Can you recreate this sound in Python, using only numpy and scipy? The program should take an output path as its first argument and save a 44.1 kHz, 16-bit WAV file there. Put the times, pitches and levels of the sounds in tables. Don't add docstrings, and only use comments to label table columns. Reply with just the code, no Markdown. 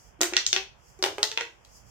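import sys
import numpy as np
from scipy import signal
from scipy.fft import rfft, irfft, next_fast_len
from scipy.io import wavfile

SR = 44100
rng = np.random.default_rng(int(sys.argv[2]) if len(sys.argv) > 2 else 0)


def dump_mix(stems):
    frames = np.atleast_2d(stems).T
    limited = np.clip(frames, -1, 1)
    pcm = np.round(limited * 32767).astype(np.int16)
    wavfile.write(sys.argv[1], SR, pcm)


N = 83790

# start_s, snap_db, snap_centre_hz, snap_width_octaves, thud_db,
# crack_db, air_column_hz, fundamental_db, overtones_db, wall_ring_db
RIDGE_FLIPS = [(0.191, -68, 1500, 1, -62, -66, 317, -44, -83.5, -75.5),
               (0.2079, -44, 1500, 1.3, -8.5, -35.5, 324, -26, -56, -35),
               (0.2135, -3.5, 7200, 0.57, -6, -13.5, 337.4, -23.5, -28, -51),
               (0.2211, -15.5, 7000, 2.1, -8, -27, 358, -26, -37.5, -67),
               (0.2320, -9, 2200, 0.66, -17, -17, 359, -57, -41, -40),
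               (0.324, -44, 1500, 1, -17, -51, 357.2, -29.5, -48, -57),
               (0.3356, -13.5, 2500, 1.2, -13, -55.5, 357.4, -53, -49.5, -39.5),
               (0.3665, 0.5, 3900, 0.71, -16, -32, 360.5, -39, -47, -29),
               (0.4643, -3, 6320, 0.52, -55, -29.5, 385, -52, -61, -46.5),
               (0.464, -4, 3620, 0.15, -57, -44, 365.4, -76, -75, -67),
               (0.529, 1, 3400, 0.64, -12, -28.5, 369, -35, -38, -57),
               (0.5630, -3, 2970, 0.53, -10, -39, 380, -30, -33.5, -38),
               (0.99, -41, 6500, 0.19, -44, -53.5, 379, -39.5, -51, -76),
               (1.0257, -4.5, 4700, 0.31, -6, -25, 368.3, -27.5, -33.5, -43),
               (1.0393, -3, 3280, 0.43, -1, -21.5, 394.3, -36, -29, -36.5),
               (1.0621, -18, 4050, 0.67, -5.5, -32, 394, -29.5, -36, -58),
               (1.1823, -17, 2700, 0.38, -10, -36.5, 405.3, -30, -35.5, -67),
               (1.2297, 1.5, 4300, 0.41, -7.5, -20.5, 424.7, -36.5, -33, -37),
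               (1.3153, -16.5, 3700, 0.72, -48, -37.5, 438, -40.5, -43.5, -49),
               (1.3748, -2.5, 2700, 0.44, -12, -38.5, 453.5, -42.5, -30.5, -54.5),
               (1.409, -14, 2410, 1.05, -14, -41.5, 459.7, -34, -39, -38),
               (1.649, -34.5, 4300, 0.38, -47.5, -49, 472, -83, -77, -75)]
# frequency_hz, relative_level_db
SNAP_SPECTRUM = [(200, -1), (600, -1.5), (1500, 3.5), (3000, 1), (4800, -2), (6000, 3), (7200, -1),
                 (8400, -13), (10000, -38), (16000, -53)]
# frequency_hz, relative_level_db
THUD_SPECTRUM = [(60, -54.5), (220, -30), (320, -3.5), (480, -2), (660, -1.5), (1050, -6.5), (1500, -6.5),
                 (2500, -14), (5000, -26.5), (16000, -55)]
SECOND_FOLD_S, SECOND_FOLD_DB, FLUTTER_DECAY_S, FLUTTER_DB = 0.001302, 1.5, 0.0014, 2
DISPERSION_S, FIRST_FOLD_CORNER_HZ = 0.0005053, 6050
# frequency_hz, relative_level_db
CRACK_SPECTRUM = [(500, -25), (4000, 6.5), (8500, 5.5), (10500, -8), (12500, -4), (15200, -5.5),
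                  (16500, -34.5)]
RASP_DECAY_S, CREASE_DECAY_S, CREASE_DB = .0025, 0.0061, -13.5
AIR_T60_S, AIR_RISE_PER_S = 0.2, .25
# frequency_multiple, relative_level_db, t60_s
AIR_OVERTONES = [(2.02, -2.5, 0.22), (3.03, -6.5, .15), (4.02, -5.5, .14), (5.1, -12, 0.097),
                 (6.2, -8.5, .1)]
# frequency_hz, relative_level_db, t60_s
WALL_MODES = [(1455, 4.5, 0.07), (1882, 8, 0.09), (1974, 0.5, 0.21), (2170, -17, .12), (2434, -13.5, 0.16),
              (2600, -2, .14), (2560, -7.5, .12), (3380, -3, 0.14), (4170, -4, 0.16)]
AIR_BLUR, WALL_BLUR = .002, .006
AIR_SPREAD, WALL_SPREAD = .025, .1
# delay_s, level_db
WALL_ECHOES = [(.0080, -17.5), (.0092, -12), (0.0107, -19), (0.0211, -18.5)]
# frequency_hz, t60_s
TAIL_DECAY = [(250, 0.52), (700, 0.29), (1800, .27), (4500, 0.29), (12000, 0.21)]
# frequency_hz, relative_level_db
TAIL_SPECTRUM = [(150, -3.5), (400, -1.5), (1000, 2.5), (2000, 2), (4000, -3.5), (7000, 0), (13000, 4)]
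TAIL_ALIKE_HZ, TAIL_BUILD_S, TAIL_DB = 750, .007, -2.5
LEFT_LAG_S = .00006
# time_s, level_db
RUSTLE_LEVEL = [(0, -59.5), (.08, -61.5), (.16, -76.5), (0.751, -76.5), (0.891, -59.5), (0.969, -67),
                (1.2, -56.5), (1.601, -72.5), (1.68, -66), (1.769, -53.5), (1.841, -67), (1.9, -58.5)]
# frequency_hz, relative_level_db
RUSTLE_SPECTRUM = [(500, -15), (2500, -12.5), (3800, -16), (5000, 8.5), (7000, 8), (9000, -5),
                   (13000, -5.5), (16000, -9.5)]
# time_s, relative_level_db
RUMBLE_LEVEL = [(0.0, -61), (0.078, -59), (0.46, -64.5), (0.486, -57), (0.814, -61), (0.84, -67),
                (0.904, -55.5), (0.936, -67.5), (0.978, -57.5), (1.116, -56.5), (1.306, -63), (1.396, -62),
                (1.518, -66), (1.9, -55)]
# frequency_hz, relative_level_db
RUMBLE_COLOUR = [(20, -16), (35, -9), (58, 4), (80, -3.5), (130, -3.5), (200, -12.5), (300, -24.5),
                 (600, -53)]
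RUMBLE_TRIM_DB, RUMBLE_LEAN_DB = -5, 9
# frequency_hz, relative_level_db
AIR_SPECTRUM = [(40, -7), (150, -6), (250, -1.5), (450, 7), (850, 6.5), (1300, 2), (2500, -3.5), (3300, -4),
                (4000, -31), (8000, -41), (16000, -42)]
ROOM_AIR_DB = -61.5
CEILING, TOP_HZ = .85, 16500


def scene():
    return tube() + rustle() + rumble() + room_air()


def tube():
    out = np.zeros((2, N))
    for (start_s, snap_db, centre_hz, width, thud_db, crack_db,
         air_hz, air_db, overtone_db, wall_db) in RIDGE_FLIPS:
        fold = snap(snap_db, centre_hz, width, thud_db) + crack(crack_db)
        add(out, signal.fftconvolve(fold, room(), axes=1), start_s)
        add(out, ring(air_hz, air_db, overtone_db, wall_db), start_s)
    return out


def snap(snap_db, centre_hz, width, thud_db, size=2048):
    hz, t = np.fft.rfftfreq(size, 1 / SR), np.arange(size) / SR
    hump = 1 / (1 + (np.log2((hz + 1) / centre_hz) / width) ** 2)
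    plastic = hump * amp(snap_db + along(SNAP_SPECTRUM, hz))
    thud = amp(thud_db + along(THUD_SPECTRUM, hz))
    gain = np.hypot(plastic, thud)

    envelope = np.exp(-t / FLUTTER_DECAY_S) * (1 - np.exp(-t / 0.00025))
    flutter = rng.standard_normal((3, size)) * envelope
    flutter = rfft(flutter / np.linalg.norm(flutter, axis=1, keepdims=True))
    flutter = flutter / np.sqrt(np.abs(flutter) + 1e-6)

    dispersion = np.exp(-2j * np.pi * DISPERSION_S * np.sqrt(hz * 3000))
    first = dispersion / (1 + 1j * hz / FIRST_FOLD_CORNER_HZ)
    delay_s = SECOND_FOLD_S * rng.uniform(0.91, 1.092)
    second = amp(SECOND_FOLD_DB) * np.exp(-2j * np.pi * hz * delay_s)
    treble = hz / (hz + 900)
    push = first + amp(FLUTTER_DB) * treble * flutter[:2] + second * treble * flutter[2]
    return 5 * irfft(causal(gain) * push)


def crack(crack_db, size=2048):
    t = np.arange(size) / SR
    envelope = np.exp(-t / RASP_DECAY_S) + amp(CREASE_DB) * np.exp(-t / CREASE_DECAY_S)
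    rasp = rng.standard_normal((2, size)) * envelope
    rasp = rasp / np.linalg.norm(rasp[0])
    hz = np.fft.rfftfreq(size, 1 / SR)
    colour = causal(amp(crack_db + along(CRACK_SPECTRUM, hz)))
    return 7 * irfft(rfft(rasp) * colour)


def ring(air_hz, air_db, overtone_db, wall_db):
    t = np.arange(SR // 3) / SR
    rising = t + AIR_RISE_PER_S * t ** 2 / 2
    out = mode(air_hz, t, rising, air_db, AIR_T60_S, AIR_SPREAD, AIR_BLUR)
    for multiple, db, t60 in AIR_OVERTONES:
        out = out + mode(multiple * air_hz, t, rising, overtone_db + db, t60, AIR_SPREAD * multiple, AIR_BLUR)
    for hz, db, t60 in WALL_MODES:
        out = out + mode(hz, t, t, wall_db + db, t60, WALL_SPREAD, WALL_BLUR)
    return out * (1 - np.exp(-t / .002))


def mode(hz, t, clock, db, t60, spread, blur):
    drift = np.cumsum(rng.standard_normal(len(t))) * np.sqrt(2 * np.pi * blur * hz / SR)
    cycles = hz * clock + spread * rng.standard_normal((2, 1))
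    return amp(db - 60 * t / t60) * np.sin(2 * np.pi * cycles + drift)


def room():
    n = SR // 2

    def turn(hz):
        return np.arccos(np.exp(-(hz / TAIL_ALIKE_HZ) ** 2)) / 2

    mid = filtered(rng.standard_normal(n), lambda hz: np.cos(turn(hz)))
    side = filtered(rng.standard_normal(n), lambda hz: np.sin(turn(hz)))
    hz, t, bands = signal.stft(np.array([mid + side, mid - side]), SR, nperseg=256)
    decay_db = along(TAIL_SPECTRUM, hz)[:, None] - 60 * t / along(TAIL_DECAY, hz)[:, None]
    tail = signal.istft(bands * amp(decay_db), SR, nperseg=256)[1][:, :n]
    tail = tail * (1 - np.exp(-np.arange(n) / SR / TAIL_BUILD_S))
    out = amp(TAIL_DB) * tail / np.linalg.norm(tail[0])

    out[0, round(LEFT_LAG_S * SR)] += 1
    out[1, 0] += 1
    for delay_s, db in WALL_ECHOES:
        arrivals_s = delay_s + rng.normal(0, .00015, 2)
        out[[0, 1], np.round(arrivals_s * SR).astype(int)] += amp(db)
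    return out


def rustle():
    return amp(over_time(RUSTLE_LEVEL)) * coloured_noise((2, N), RUSTLE_SPECTRUM)


def rumble():
    lean = amp([[-RUMBLE_LEAN_DB], [RUMBLE_LEAN_DB]])
    return amp(RUMBLE_TRIM_DB + over_time(RUMBLE_LEVEL)) * coloured_noise(N, RUMBLE_COLOUR) * lean


def room_air():
    return amp(ROOM_AIR_DB) * coloured_noise((2, N), AIR_SPECTRUM)


def record(dry):
    rounded = dry / (1 + np.abs(dry / CEILING) ** 6) ** (1 / 6)
    return filtered(rounded, lambda hz: 1 / np.sqrt(1 + (hz / TOP_HZ) ** 160))


def amp(db):
    return 10 ** (np.asarray(db) / 20)


def unit(x):
    return x / np.sqrt(np.mean(x ** 2) + 1e-20)


def along(points, hz):
    f, v = np.transpose(points)
    return np.interp(np.log(hz + 1), np.log(f + 1), v)


def over_time(points):
    return np.interp(np.arange(N) / SR, *np.transpose(points))


def coloured_noise(shape, spectrum):
    return unit(filtered(rng.standard_normal(shape), lambda hz: amp(along(spectrum, hz))))


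def filtered(x, response):
    n = x.shape[-1]
    m = next_fast_len(n + SR // 8)
    return irfft(rfft(x, m) * response(np.fft.rfftfreq(m, 1 / SR)), m)[..., :n]


def causal(gain):
    c = irfft(np.log(gain + 1e-6))
    half = len(c) // 2
    return np.exp(rfft(np.r_[c[0], 2 * c[1:half], np.zeros(half)]))


def add(out, x, start_s):
    part = out[:, round(start_s * SR):][:, :x.shape[-1]]
    part += x[..., :part.shape[1]]


dry = scene()
out = record(dry)
dump_mix(out)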